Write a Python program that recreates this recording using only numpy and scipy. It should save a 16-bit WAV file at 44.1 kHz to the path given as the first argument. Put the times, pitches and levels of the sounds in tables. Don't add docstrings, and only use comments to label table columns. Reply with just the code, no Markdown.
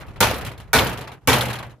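import sys
import numpy as np
from scipy import signal
from scipy.fft import rfft, irfft
from scipy.io import wavfile
from scipy.ndimage import uniform_filter1d, minimum_filter1d, map_coordinates

SR = 44100
rng = np.random.default_rng(int(sys.argv[2]) if len(sys.argv) > 2 else 0)


def rack_gain(trim_db):
    fader = np.asarray(trim_db, float)
    return 10 ** (fader / 20)


def store_wav(level_fs):
    pcm = np.round(np.clip(np.atleast_2d(level_fs), -1, 1) * 32767)
    wavfile.write(sys.argv[1], SR, pcm.T.astype(np.int16))


N = 79380
CHATTER_DB, CHATTER_PER_S = 1.5, 420


def unit(x):
    return x / np.sqrt(np.mean(x ** 2) + 1e-20)


def along(points, hz):
    f, v = np.transpose(points)
    return np.interp(np.log(hz + 1), np.log(f + 1), v)


def wobble(rate, size):
    knots = rng.standard_normal(int(size * rate / SR) + 4)
    return map_coordinates(knots, [np.arange(size) * rate / SR])


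def empty_track():
    return np.zeros((2, N + SR))


def add(track, sound, s):
    i = SR + round(s * SR)
    track[:, i:i + sound.shape[-1]] += sound[..., :track.shape[1] - i]


# frequency in Hz, left-right likeness from -1 to 1.
LIKENESS = [(40, 0.064), (130, 0.66), (290, 0.92), (640, 0.72), (1410, 0.68), (3100, 0.42), (6820, 0.022),
            (15000, -0.2)]


def wash(spectrum, t60, size, tilt_db=0, window=256):
    hz, t, z = signal.stft(rng.standard_normal((2, size)), SR, nperseg=window)
    angle = np.arccos(np.clip(along(LIKENESS, hz), -1, 1)) / 2
    colour = rack_gain(along(spectrum, hz) + tilt_db * np.log2(hz / 1000 + 1))
    z = z * (colour * [np.cos(angle), np.sin(angle)])[..., None]

    patches = uniform_filter1d(rng.standard_normal(z.shape[1:]), size=5, axis=0)
    patches = uniform_filter1d(patches, size=3, axis=1)
    z = z * rack_gain(1.8 * unit(patches))
    level = np.sqrt(np.mean(signal.istft(z, SR, nperseg=window)[1] ** 2) * 2)

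    decay = rack_gain(-60 * t / along(t60, hz)[:, None])
    lead_s, rise_cycles = 0.003, 1.9
    rise = np.tanh((t + lead_s) * (hz[:, None] + 20) / rise_cycles)
    mid, side = signal.istft(z * decay * rise, SR, nperseg=window)[1][:, :size] / level
    return np.array([mid + side, mid - side])


# frequency in Hz, density in dB per Hz.
RUMBLE_SPECTRUM = [(20, -25), (45, -2), (90, -9), (140, -12), (250, -27.5), (1500, -37.5), (3500, -55.5),
                   (6000, -110)]
# time in seconds, wind strength in dB.
GUSTS = [(0.0, -32.5), (0.044, -44), (0.104, -32.5), (0.144, -42), (0.2, -37), (0.23, -29), (0.41, -44.5),
         (0.43, -27), (0.54, -40.5), (0.722, -42), (0.756, -32), (1.192, -61), (1.332, -25), (1.382, -51),
         (1.564, -38), (1.594, -74), (1.658, -37), (1.8, -62)]
# frequency in Hz, density in dB per Hz.
LEAF_SPECTRUM = [(200, -5), (1500, -2), (4000, -5.5), (12000, -9.5), (16000, -20.5)]


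def yard():
    endless = [(100, 1e6)]
    rumble_db, swing_db, leaves_db = -1, 2, -69.5
    strength_db = np.interp(np.arange(N) / SR, *np.transpose(GUSTS))
    gusts = rack_gain(strength_db + rumble_db + swing_db * wobble(7.9, N))
    wind = gusts * wash(RUMBLE_SPECTRUM, endless, N, window=2048)
    return wind + rack_gain(leaves_db) * wash(LEAF_SPECTRUM, endless, N)


# start in seconds, peak level in dB, frequency in Hz.
ROCKING_THUDS = [(0.085, -34.5, 96), (0.425, -26, 103.4), (0.465, -30, 124), (0.58, -35, 108.4),
                 (0.67, -37, 70.4), (0.77, -22.5, 97.8), (0.86, -22.5, 124.2), (1.24, -45, 80),
                 (1.34, -24, 114), (1.43, -27.5, 126.3), (1.65, -33, 132.8)]


def thuds():
    out, t = empty_track(), np.arange(SR // 3) / SR
    rise_s, t60_s = 0.0072, 0.29
    for s, db, hz in ROCKING_THUDS:
        envelope = rack_gain(db - 60 * t / t60_s) * (1 - np.exp(-t / rise_s)) ** 2
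        add(out, envelope * np.sin(2 * np.pi * hz * t + wobble(19, len(t))), s)
    return out[:, SR:]


# start in seconds, peak level in dB, ring frequency in Hz.
REBOUNDS = [
    (0.2279, -30, 3280),
    (0.4647, -37, 2920),
    (0.7876, -11, 3730),
    (0.8674, -32, 3080),
    (1.3302, -11.5, 3600),
    (1.4094, -13.5, 3670),
]


def clacks():
    out, t = empty_track(), np.arange(SR // 10) / SR
    level_db, t60_s, spread = -8.5, 0.035, 0.12
    for s, db, hz in REBOUNDS:
        detune = 1 + spread * np.linspace(-1, 1, 5)[:, None]
        bunch = np.sin(2 * np.pi * hz * t * detune + 6 * rng.random((5, 1)))
        envelope = rack_gain(db + level_db - 60 * t / t60_s) * np.minimum(1, t * 2000)
        add(out, envelope * bunch.sum(0), s)
    return out[:, SR:]


# start in seconds, peak level in dB, ring
# frequency in Hz, brightness in dB per octave.
KNOCKS = [(0.0096, -30.5, 2196, -3), (0.0825, -38, 2700, -2.5), (0.1597, -33.5, 2000, -5),
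          (0.227, -6, 3540, -1), (0.2644, -19.5, 2320, -3), (0.3063, -21, 2600, 2.5),
          (0.3406, -23, 2360, 1), (0.4107, -27, 2240, 0.5), (0.4479, -25, 2130, 2.5),
          (0.4642, -23, 3000, 1.5), (0.5144, -32, 2370, -0.5), (0.5774, -37.5, 3960, 0.5),
          (0.6, -35.5, 3090, 0.5), (0.6763, -49, 2260, -3), (0.7876, -10.5, 3620, -0.5),
          (0.8664, -18.5, 3050, 1.5), (0.8915, -26, 2200, 3), (0.9283, -27.5, 2260, 1.5),
          (0.9834, -31, 3140, 0), (1.0091, -27.5, 2350, 1), (1.074, -28, 2210, -2.5),
          (1.117, -31, 2250, -2), (1.3299, -8.5, 2420, 2.5), (1.4093, -15, 3940, 2.5),
          (1.454, -20, 2270, 2), (1.501, -21, 3000, 0), (1.5297, -22, 3970, 1.5), (1.587, -27, 4000, -0.5),
          (1.6272, -27.5, 2470, -2.5), (1.7075, -43, 3640, -1),
          (0.359, -31, 3070, 13), (0.3788, -29.5, 2980, 6), (0.6294, -53, 3000, 5.5),
           (0.8423, -24.5, 2850, 15), (0.9135, -30, 3060, -1), (0.9735, -28.5, 3100, 2),
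           (1.0393, -35, 3030, -2), (1.1352, -44.5, 2970, 3), (1.3593, -17, 2970, 3), (1.383, -19, 3080, 5),
           (1.429, -22, 2900, 3), (1.4823, -24, 3030, 0.5), (1.5552, -24.5, 3000, -0.5),
           (1.642, -44, 2880, -3), (1.664, -46, 2960, 3), (1.696, -44.5, 3000, 0),
           (0.001, -42.5, 2940, 4.5), (0.065, -46.5, 3000, 4), (0.107, -46, 2500, -0.5),
           (0.134, -47.5, 2500, -2), (0.49, -36, 3000, 1.5), (0.534, -48, 2200, -1),
           (0.612, -45, 4050, -1.5), (0.64, -48, 990, -4.5), (1.21, -52, 2960, -1)]
# frequency in Hz, density in dB per Hz.
FITTING_SPECTRUM = [(180, -46), (300, -9.5), (820, -3.5), (3190, -7.5), (6140, -15.5), (12000, -14.5),
                    (15700, -24.5), (16500, -50.5)]
# frequency in Hz, t60 in seconds.
FITTING_DECAY = [(400, 0.22), (2000, 0.19), (5000, 0.097), (14000, 0.085)]


def rattles():
    out, t = empty_track(), np.arange(SR // 4) / SR
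    knock_db, rise_s = -6, 0.0012
    ping_db, ping_t60_s, ping_spread = -17, 0.044, 0.056
    note_hz, note_db, note_t60_s = 4080, -20, 0.077
    note = rack_gain(note_db - 60 * t / note_t60_s) * np.sin(2 * np.pi * note_hz * t)
    for s, db, hz, bright_db in KNOCKS:
        buzz = rack_gain(knock_db + CHATTER_DB * wobble(CHATTER_PER_S, len(t)))
        crash = wash(FITTING_SPECTRUM, FITTING_DECAY, len(t), bright_db)
        knock = buzz * crash * (1 - np.exp(-t / rise_s))
        detune = 1 + ping_spread * rng.standard_normal((3, 1))
        pings = np.sin(2 * np.pi * hz * t * detune).sum(0)
        pings = rack_gain(ping_db - 60 * t / ping_t60_s) * pings
        add(out, rack_gain(db) * (knock + pings + note), s)
    return out[:, SR:]


# start in seconds, peak level in dB, boom level in dB, brightness in dB per octave.
HAMMER_BLOWS = [
    (0.2045, -3.5, -2.5, 1.5),
    (0.7312, -1.5, 0.5, 1),
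    (1.2738, -0.5, 1.5, 0.5),
]
# start in seconds, peak level in dB, boom level in dB,
# brightness in dB per octave.
EARLIER_BLOW = (-0.3057, -2, -7, 1)
# frequency in Hz, level in dB, t60 in seconds.
SKIN_MODES = [
    [(67.7, 1.5, 0.8), (107.3, -0.5, .6), (227, -2, 0.29), (476, -3.5, 0.15), (536.5, -3.5, 0.2),
     (783, -3.5, 0.18), (893, 2, 0.35), (1210, -6.5, 0.1), (1404, 0, 0.25), (1570, -2.5, 0.17),
     (1750, -5, .15), (2080, -4.5, 0.1), (2340, -3, .2)],
    [(67.3, -6.5, 0.74), (120.8, -3, 1), (252.2, -6.5, 0.43), (433.4, -1, 0.14), (670, -1, 0.13),
     (798, -7, 0.22), (926, -0.5, 0.25), (1070, -7, 0.094), (1248, -10.5, 0.087), (1449, -1, 0.25),
     (1570, -4.5, 0.19), (1860, -9.5, 0.13), (2245, -2, 0.25)],
    [(71.6, -8, 0.87), (122.5, -5, 1.15), (248.8, 1, 0.27), (341, -3, 0.098), (435.3, 1, 0.24),
     (504.6, -1.5, 0.23), (899.5, -3.5, 0.27), (1161, -9.5, 0.12), (1270, -10, 0.2), (1560, -7, 0.37),
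     (1936, -12, .15), (2290, -6, 0.26), (2710, -13, 0.075)],
]
# frequency in Hz, density in dB per Hz.
PANEL_SPECTRUM = [(24, -43), (40, -6.5), (112, -3), (358, -10), (438, -6), (2310, -11.5), (12500, -21.5),
                  (15300, -29), (16500, -49.5)]
# frequency in Hz, t60 in seconds.
PANEL_DECAY = [(60, 1), (250, 0.89), (1000, 0.67), (3000, 0.47), (8000, 0.26), (15000, 0.42)]


def skin_boom(modes, t):
    rise_cycles, longest_s, waver = 1.33, 1.17, 0.89
    boom = 0
    for hz, db, t60 in modes:
        flutter_db = 2 * wobble(24.8, len(t))
        envelope = rack_gain(db + flutter_db - 60 * t / min(t60, longest_s))
        envelope = envelope * (1 - np.exp(-t * hz / rise_cycles)) ** 2
        drift = waver * (1 + hz / 600) * wobble(30, len(t))
        boom = boom + envelope * np.sin(2 * np.pi * hz * t + drift)
    return boom


def blows():
    out, t = empty_track(), np.arange(SR) / SR
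    crash_db, crash_rise_s = -9.5, 0.001
    crack_db, crack_t60_s = -10.5, 0.051
    skin_db, shake_db, shake_per_s = -15, 0.34, 30
    struck = zip([EARLIER_BLOW, *HAMMER_BLOWS], [SKIN_MODES[1], *SKIN_MODES])
    for (s, db, boom_db, bright_db), modes in struck:
        swing_db = CHATTER_DB * wobble(CHATTER_PER_S, SR) + shake_db * wobble(shake_per_s, SR)
        buzz = unit(rack_gain(swing_db))
        crash = rack_gain(crash_db) * buzz * wash(PANEL_SPECTRUM, PANEL_DECAY, SR, bright_db, window=512)
        crash = crash * (1 - np.exp(-t / crash_rise_s))
        click = np.diff(rng.standard_normal((2, SR + 1)))
        crack = rack_gain(crack_db - 60 * t / crack_t60_s) * buzz * click
        boom = rack_gain(skin_db + boom_db) * skin_boom(modes, t)
        add(out, rack_gain(db) * (crash + crack + boom), s)
    return out[:, SR:]


def scene():
    return yard() + thuds() + clacks() + rattles() + blows()


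def gate(x):
    threshold_db, slope, smooth_s = -43.5, 0.91, 0.017
    power = np.abs(uniform_filter1d(np.mean(x ** 2, 0), int(smooth_s * SR) + 1))
    below_db = np.minimum(10 * np.log10(power + 1e-12) - threshold_db, 0)
    return x * rack_gain(slope * below_db)


def limit(x):
    ceiling_db, hold_s, smooth_s, clip_top = -6.5, 0.006, 0.004, 0.98
    gain = np.minimum(1, rack_gain(ceiling_db) / (np.abs(x).max(0) * 0.5 + 1e-9))
    gain = minimum_filter1d(gain, int(hold_s * SR) + 1)
    x = x * uniform_filter1d(gain, int(smooth_s * SR) + 1)
    return x / (1 + np.abs(x / clip_top) ** 6) ** (1 / 6)


def microphone(x):
    hz = np.fft.rfftfreq(N, 1 / SR)
    top = 1 / (1 + np.exp((hz - 15450) / 250))
    low_cut = hz ** 2 / (hz ** 2 + 35 ** 2)
    dip = rack_gain(-3 * np.exp(-((hz - 8540) / 940) ** 2))
    return irfft(rfft(x) * top * low_cut * dip, N)


def low_pass(x):
    return signal.sosfilt(signal.butter(12, 16830, fs=SR, output="sos"), x)


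def record(dry):
    mix = microphone(limit(gate(dry)))
    return low_pass(mix)


dry = scene()
out = record(dry)
store_wav(out)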